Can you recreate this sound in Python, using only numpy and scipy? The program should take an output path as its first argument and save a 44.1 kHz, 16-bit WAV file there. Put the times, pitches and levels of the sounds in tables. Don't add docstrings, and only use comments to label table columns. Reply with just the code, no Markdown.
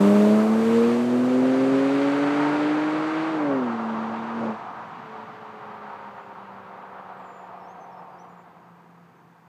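import sys
import numpy as np
from scipy import signal
from scipy.fft import rfft, irfft, next_fast_len
from scipy.io import wavfile
from scipy.ndimage import map_coordinates

SR = 44100
rng = np.random.default_rng(int(sys.argv[2]) if len(sys.argv) > 2 else 0)


def int16_out(signal):
    q = np.round(np.clip(np.atleast_2d(signal).T, -1, 1) * 32767)
    wavfile.write(sys.argv[1], SR, q.astype(np.int16))


N = 418047
TIME_S = np.arange(N) / SR


# start_s, firing rate of one bank of three cylinders (bank_hz)
PULL_REVS = [(0.0, 99.7), (1.24, 125.1), (1.48, 129.9), (2.05, 140.2), (3.31, 160.4), (3.36, 156.3),
             (3.54, 135.3), (3.7, 116.2), (3.8, 113), (3.88, 111.8), (4.04, 111.5), (4.4, 115.6),
             (4.55, 107.0)]
# start_s, level_db before a small trim
PULL_NOTE_LEVEL = [(0, -15.5), (.35, -17.5), (.6, -22), (.83, -21), (1.05, -22.5), (1.5, -20), (2.0, -22.5),
                   (2.2, -24), (2.35, -22), (2.72, -23), (3.02, -26.6), (3.3, -27.5), (3.45, -24.4),
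                   (3.6, -25.5), (3.75, -29.5), (4.05, -30), (4.28, -34.5), (4.42, -29.5)]
# order (multiple of the four-stroke cycle rate), relative level_db
PULL_ORDERS = [(3, -3), (4, -11.5), (5, -15), (7, -14), (8, -7), (10, -10), (11, -19.5), (14, -12),
               (15, -10), (16, -8.5)]
# pitch_hz, level_db relative to the firing note
PIPE_RESONANCES = [(300, -10.5), (330, -16.5), (360, -9.5), (385, -8.5), (404, -6.3), (420, -7),
                   (447, -14.5), (475, -13.5), (500, -12.5), (560, -7.5), (600, -15), (640, -11.5)]
# centre_s, width_s, exhaust_rise_db, rushing_air_rise_db
GUSTS = [(3.53, .06, 3, 0), (4.46, .085, 5.5, 3.5)]
# pitch_hz, level_db
GAS_SPECTRUM = [(30, -24), (60, -17), (85, -15.5), (125, -6.5), (200, -3), (330, 1), (560, 3), (750, -2),
                (1100, -10), (2500, -32)]
# pitch_hz, level_db
RASP_SPECTRUM = [(700, -13), (1200, 0), (1600, 0.7), (1850, 0), (2300, -0.7), (2800, -3.5), (3400, -6.1),
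                 (4000, -8.5), (4600, -11), (5200, -18), (8000, -28.5)]
# start_s, level_db before a trim
RASP_LEVEL = [(0, -41.5), (.35, -43.5), (.52, -46.5), (.75, -41), (.95, -42.5), (1.07, -46.8), (1.6, -43),
              (2.1, -40), (2.55, -40), (2.87, -42.5), (3.22, -41), (3.48, -49.6), (4.45, -50), (4.7, -57.5),
              (5.1, -54), (5.4, -56), (7.2, -60), (9.48, -71)]
# pitch_hz, level_db
BARK_SPECTRUM = [(1200, -21), (1500, -4), (1600, 0.5), (1750, -4), (2100, -1.5), (2500, -9.5), (3200, -23)]
# pitch_hz, level_db
TYRE_SPECTRUM = [(120, -31), (250, -22.5), (450, -18), (620, -12.5), (760, -1), (860, -1), (1000, -1),
                 (1150, 1), (1350, -1.5), (1600, -9), (2200, -17.5), (4000, -27.5)]
# start_s, level_db
TYRE_LEVEL = [(0, -33.3), (.45, -33.2), (.55, -35.5), (.9, -35), (1.03, -40), (2.4, -31), (2.85, -33),
              (3.3, -33), (4.05, -33.5), (4.5, -35.8), (5.4, -42), (5.9, -40), (6.3, -44.5), (6.9, -42.5),
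              (8.1, -46), (8.65, -55), (9.48, -59.5)]
# start_s, ratio to its spectrum
TREAD_PITCH = [(0, 0.96), (1.2, 0.96), (2.3, 1.114), (3.2, 1.04), (4, 0.96), (5, 0.95), (6, 1.0), (7, 0.98),
               (8, 0.89), (9.48, .97)]
# pitch_hz, level_db
LOW_HOWL_SPECTRUM = [(620, -18.5), (700, -0.5), (750, -1), (800, -3.5), (900, -21)]
# pitch_hz, level_db
HIGH_HOWL_SPECTRUM = [(820, -19.5), (900, -1.5), (940, 1.5), (990, -10), (1100, -19.5)]
# centre_s, width_s, lower_howl_rise_db, upper_howl_rise_db
HOWL_SWELLS = [(2.45, .55, 8, 5.5), (4.1, 0.65, 4, 3.5), (6.1, 0.38, 1, 6), (7.7, 0.85, 7.5, 2)]
# pitch_hz, level_db
RUMBLE_SPECTRUM = [(55, -18), (85, -2), (120, .3), (200, .5), (280, -5), (400, -8.5), (600, -24.5)]
# pitch_hz, level_db
RUSH_SPECTRUM = [(3000, -22.5), (4500, -6.5), (5400, 1.2), (8000, -0.1), (10000, -4), (12000, -6.5),
                 (15000, -6)]
# pitch_hz, level_db
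STILL_SPECTRUM = [(30, -10), (60, -5), (85, -2.5), (130, 5.5), (250, -8), (600, -14), (1200, -9.5),
                  (1600, -7.5), (2100, -16), (3000, -23), (4500, -26), (6500, -29), (10000, -35),
                  (14500, -29.5)]
# pitch_hz, level_db
INSECT_SPECTRUM = [(6450, -28.5), (6620, -1), (6790, -29.5)]
# start_s, firing rate of one bank of three cylinders (bank_hz)
COAST_REVS = [(4.5, 113), (5.05, 110.2), (5.5, 107.6), (6.5, 97.5), (7.1, 94.4), (7.5, 91.65), (8.5, 87.3),
              (9.48, 83.9)]
# order (multiple of the four-stroke cycle rate), relative level_db
COAST_ORDERS = [(3, -10.5), (11, -20), (13, -10.5), (14, -10.5), (15, -11.5), (16, -2.5), (17, -16),
                (18, -4.5)]
# start_s, length_s, start_hz, middle_hz, end_hz, level_db, warble_hz (swing to each side)
BIRD_NOTES = [(6.11, .2, 7180, 6950, 7000, -84, 130), (7.163, .06, 7650, 7730, 7280, -82, 58),
              (7.22, 0.26, 7280, 7104, 7100, -73.5, 130), (7.598, .08, 5650, 5300, 5750, -73, 0),
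              (7.675, 0.063, 5650, 6400, 6350, -70, 0), (7.798, 0.058, 6200, 6250, 5850, -70, 3),
              (7.913, 0.036, 5480, 5460, 5000, -73, 7), (7.96, .05, 5200, 5320, 5050, -73.5, -1),
              (8.08, 0.1, 5100, 4850, 4620, -80, 30), (8.182, .025, 5000, 5650, 5900, -68, 2),
              (8.196, .035, 5850, 5940, 5900, -66, 0), (8.281, .07, 7040, 6980, 6960, -80, 35),
              (8.365, .07, 7000, 7150, 7000, -80, 200), (9.15, 0.048, 6300, 6300, 6280, -83, 0)]
# pitch_hz, width_hz, level_db
PORT_RESONANCES = [(1570, 29, 3.5), (4660, 550, 2.5), (5260, 600, -2), (8000, 1400, 1.5)]

START_M, SPEED_M_PER_S = 4.8, 28
AIR_DB = 0.0105
LIFT_S, LIFT_TAKES_S = 4.529, .014
BLOOM_S, BLOOM_WIDTH_S, BLOOM_DB = .76, .225, 14.5
AIM_ENDS_S, AIM_TURN_S = 0.51, 0.021
BLARE_DB, OFF_AIM_DB = -11.7, -16
FLOW_DB, FLOW_FOLLOWS = -15.6, .82
COAST_GAS_DB = -12.5
BARK_DB, BARK_FROM_HZ, BARK_DB_PER_HZ = -20, 142.3, .9
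ROAR_DB, ROAR_DB_PER_M = -0.72, -0.0018
LOW_HOWL_DB, HIGH_HOWL_DB, HOWL_DB_PER_M = -17.5, -15.5, 0.0339
RUMBLE_DB, RUMBLE_DB_PER_M = -47.5, -0.0469
OVERRUN_S, OVERRUN_WIDTH_S, OVERRUN_DB = 4.9, .7, 5.5
RUSH_DB, RUSH_DB_PER_M, RUSH_FOLLOWS = -27, -0.127, .5
STILL_DB, INSECT_DB = -62.5, -92.5
COAST_NOTE_DB, COAST_NOTE_DB_PER_S = -53, -1.1
COAST_OCTAVE_DB, COAST_OCTAVE_DB_PER_S = -44, -6.5
DRONE_DB = -11
DRONE_S, DRONE_RISE_S, DRONE_HELD_DB = 5.06, .04, -12
DRONE_TOP_HZ = 596
LOW_CUT_HZ, CUTOFF_HZ = 128.5, 15250


def from_db(db):
    return 10 ** (np.asarray(db) / 20)


def rms_one(x):
    return x / np.sqrt(np.mean(x ** 2) + 1e-20)


def in_time(rows):
    s, values = np.transpose(rows)
    return np.interp(TIME_S, s, values)


def after(s, rise_s):
    return .5 + .5 * np.tanh((TIME_S - s) / (2 * rise_s))


def swell(s, width_s):
    return np.exp(-((TIME_S - s) / width_s) ** 2)


def drift(rate_hz):
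    pole = np.exp(-80 * np.pi * rate_hz / SR)
    steps = rng.standard_normal(N // 40 + 2002)
    slow = signal.lfilter([1], [1, -2 * pole, pole * pole], steps)[2000:]
    return np.interp(np.arange(N) / 40, np.arange(len(slow)), rms_one(slow))


def coloured(spectrum):
    size = next_fast_len(N)
    hz, db = np.transpose(spectrum)
    log_hz = np.log(np.arange(1, size // 2 + 2) * SR / size)
    beyond = np.abs(log_hz - np.clip(log_hz, np.log(hz[0]), np.log(hz[-1])))
    gain = from_db(np.interp(log_hz, np.log(hz), db) - 20 * beyond)
    return rms_one(irfft(rfft(rng.standard_normal(size)) * gain, size)[:N])


def distance():
    return START_M + SPEED_M_PER_S * TIME_S


def through_air(x, metres, count=7):
    size = next_fast_len(N)
    spectrum = rfft(x, size)
    khz = np.arange(size // 2 + 1) * SR / size / 1000
    loss_db_per_m = AIR_DB * khz ** 1.326
    ranges = np.linspace(metres.min(), metres.max(), count)
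    out = 0
    for range_m, share in zip(ranges, np.eye(count)):
        dulled = irfft(spectrum * from_db(-range_m * loss_db_per_m), size)[:N]
        out = out + np.interp(metres, ranges, share) * rms_one(dulled)
    return out


def trees(x, t60, wet_db):
    t = np.arange(SR) / SR
    tail = rng.standard_normal(SR) * from_db(-60 * t / t60) * (1 - np.exp(-t / 0.021))
    echoes = signal.fftconvolve(x, tail / np.linalg.norm(tail))[:N]
    return x + from_db(wet_db) * echoes


def throttle():
    return 1 - after(LIFT_S, LIFT_TAKES_S)


def gusts_db():
    return sum(np.outer(rises_db, swell(s, width_s)) for s, width_s, *rises_db in GUSTS)


def crank(bank_hz, jitter):
    return 2 * np.pi * np.cumsum(bank_hz * (1 + jitter * drift(25))) / (3 * SR)


def line(angle, order, db, waver_db, rough):
    start = rng.uniform(0, 2 * np.pi) * (order % 6 > 0)
    phase = order * angle + start + rough * drift(45)
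    level = from_db(db + waver_db * drift(5.7)) * (1 + rough * drift(45))
    return -np.sqrt(2) * level * np.cos(phase)


def pipe_db(hz):
    return np.interp(hz, *np.transpose(PIPE_RESONANCES))


def pulling(bank_hz, note_db, flow_db, gust_db):
    angle = crank(bank_hz, jitter=0.00093)
    overtone_db = note_db + gust_db
    bloom_db = BLOOM_DB * swell(BLOOM_S, BLOOM_WIDTH_S)
    octave_db = overtone_db + pipe_db(4 * bank_hz) + bloom_db
    blare_db = BLARE_DB + OFF_AIM_DB * after(AIM_ENDS_S, AIM_TURN_S)
    note = line(angle, order=6, db=note_db + 0.24, waver_db=0.7, rough=0.031)
    note += line(angle, order=9, db=overtone_db + pipe_db(3 * bank_hz), waver_db=1.1, rough=0.05)
    note += line(angle, order=12, db=octave_db, waver_db=1.1, rough=0.067)
    note += line(angle, order=18, db=overtone_db + blare_db, waver_db=1.5, rough=.07)
    for order, db in PULL_ORDERS:
        radiated_db = -10 * np.log10(1 + (112 / (order * bank_hz / 3)) ** 16)
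        note += line(angle, order, flow_db + db + radiated_db - 4, waver_db=2.0, rough=0.074)
    return note * throttle(), angle


def puffs(angle, depth):
    return 1 + depth * throttle() * np.cos(6 * angle)


def gas(flow_db, tyre_db, angle):
    power_level = throttle() * from_db(flow_db)
    coast_level = (1 - throttle()) * from_db(tyre_db + COAST_GAS_DB)
    return (power_level + coast_level) * coloured(GAS_SPECTRUM) * puffs(angle, depth=.15)


def rasp(rasp_db, metres, angle):
    level = from_db(rasp_db + 2.5 + .6 * drift(22))
    return level * through_air(coloured(RASP_SPECTRUM), metres) * puffs(angle, depth=0.14)


def bark(bank_hz, note_db, angle):
    low_revs_hz = np.maximum(BARK_FROM_HZ - bank_hz, 0)
    level = from_db(note_db + BARK_DB - BARK_DB_PER_HZ * low_revs_hz)
    return level * throttle() * coloured(BARK_SPECTRUM) * puffs(angle, depth=0.37)


def at_speed(noise, ratio):
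    return map_coordinates(noise, [np.cumsum(ratio)], order=3, mode="mirror")


def tyres(tyre_db, metres):
    tread = at_speed(coloured(TYRE_SPECTRUM), in_time(TREAD_PITCH))
    roar = from_db(ROAR_DB + ROAR_DB_PER_M * metres) * through_air(tread, metres)
    low_db, high_db = sum(np.outer(rises_db, swell(s, width_s)) for s, width_s, *rises_db in HOWL_SWELLS)
    low_howl = from_db(LOW_HOWL_DB + low_db) * coloured(LOW_HOWL_SPECTRUM)
    high_howl = from_db(HIGH_HOWL_DB + high_db) * coloured(HIGH_HOWL_SPECTRUM)
    howl = from_db(HOWL_DB_PER_M * metres) * (low_howl + high_howl)
    flutter_db = 1.05 * drift(25)
    overrun_db = OVERRUN_DB * swell(OVERRUN_S, OVERRUN_WIDTH_S)
    rumble = from_db(RUMBLE_DB + RUMBLE_DB_PER_M * metres + overrun_db) * coloured(RUMBLE_SPECTRUM)
    return from_db(tyre_db + flutter_db) * (roar + howl) + rumble


def rushing_air(rasp_db, air_gust_db, metres, angle):
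    level = from_db(RUSH_DB + RUSH_DB_PER_M * metres + RUSH_FOLLOWS * rasp_db + air_gust_db)
    return level * through_air(coloured(RUSH_SPECTRUM), metres) * puffs(angle, depth=.12)


def still_wood():
    return from_db(STILL_DB) * coloured(STILL_SPECTRUM)


def insect():
    return from_db(INSECT_DB) * coloured(INSECT_SPECTRUM)


def coasting(tyre_db):
    bank_hz = in_time(COAST_REVS)
    angle = crank(bank_hz, jitter=0.00057)
    since_s = np.maximum(TIME_S - LIFT_S, 0)
    held_db = DRONE_HELD_DB * (1 - after(DRONE_S, DRONE_RISE_S))
    note_db = COAST_NOTE_DB + COAST_NOTE_DB_PER_S * since_s
    octave_db = COAST_OCTAVE_DB + COAST_OCTAVE_DB_PER_S * since_s + held_db
    note = line(angle, order=6, db=note_db, waver_db=2.0, rough=0.071)
    note += line(angle, order=12, db=octave_db, waver_db=2.2, rough=0.07)
    for order, db in COAST_ORDERS:
        muffled_db = -10 * np.log10(1 + (order * bank_hz / 3 / DRONE_TOP_HZ) ** 40)
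        drone_db = tyre_db + DRONE_DB + held_db + muffled_db + db
        note += line(angle, order, drone_db, waver_db=1.5, rough=0.087)
    return note * (1 - throttle())


def car():
    bank_hz, note_db = in_time(PULL_REVS), in_time(PULL_NOTE_LEVEL)
    tyre_db, rasp_db = in_time(TYRE_LEVEL), in_time(RASP_LEVEL)
    metres = distance()
    gust_db, air_gust_db = gusts_db()
    flow_db = FLOW_DB + FLOW_FOLLOWS * note_db + gust_db
    note, angle = pulling(bank_hz, note_db, flow_db, gust_db)
    out = trees(note + coasting(tyre_db), t60=0.75, wet_db=-23)
    out += gas(flow_db, tyre_db, angle)
    out += rasp(rasp_db, metres, angle)
    out += bark(bank_hz, note_db, angle)
    out += tyres(tyre_db, metres)
    return out + rushing_air(rasp_db, air_gust_db, metres, angle)


def bird():
    out = np.zeros(N)
    for s, length_s, start_hz, middle_hz, end_hz, db, warble_hz in BIRD_NOTES:
        u = np.linspace(0, 1, int(length_s * SR))
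        hz = np.polyval(np.polyfit([0, .5, 1], [start_hz, middle_hz, end_hz], 2), u)
        hz += warble_hz * np.sin(2 * np.pi * 27 * length_s * u)
        envelope = np.sqrt(4 * u * (1 - u))
        note = np.sqrt(2) * from_db(db) * envelope * np.sin(2 * np.pi * np.cumsum(hz) / SR)
        at = int(s * SR)
        out[at:at + len(u)] += note[:N - at]
    return trees(out, t60=.4, wet_db=-11)


def scene():
    return (car() + still_wood() + insect() + bird())[None]


def record(dry):
    dry = dry * np.minimum(np.arange(N) / (.008 * SR), 1)
    for hz, width_hz, db in PORT_RESONANCES:
        dry = dry + (from_db(db) - 1) * signal.lfilter(*signal.iirpeak(hz, hz / width_hz, fs=SR), dry)
    thinned = signal.sosfilt(signal.butter(3, LOW_CUT_HZ, "high", fs=SR, output="sos"), dry)
    return signal.sosfilt(signal.ellip(12, .1, 90, CUTOFF_HZ, fs=SR, output="sos"), thinned)


dry = scene()
out = record(dry)
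int16_out(out)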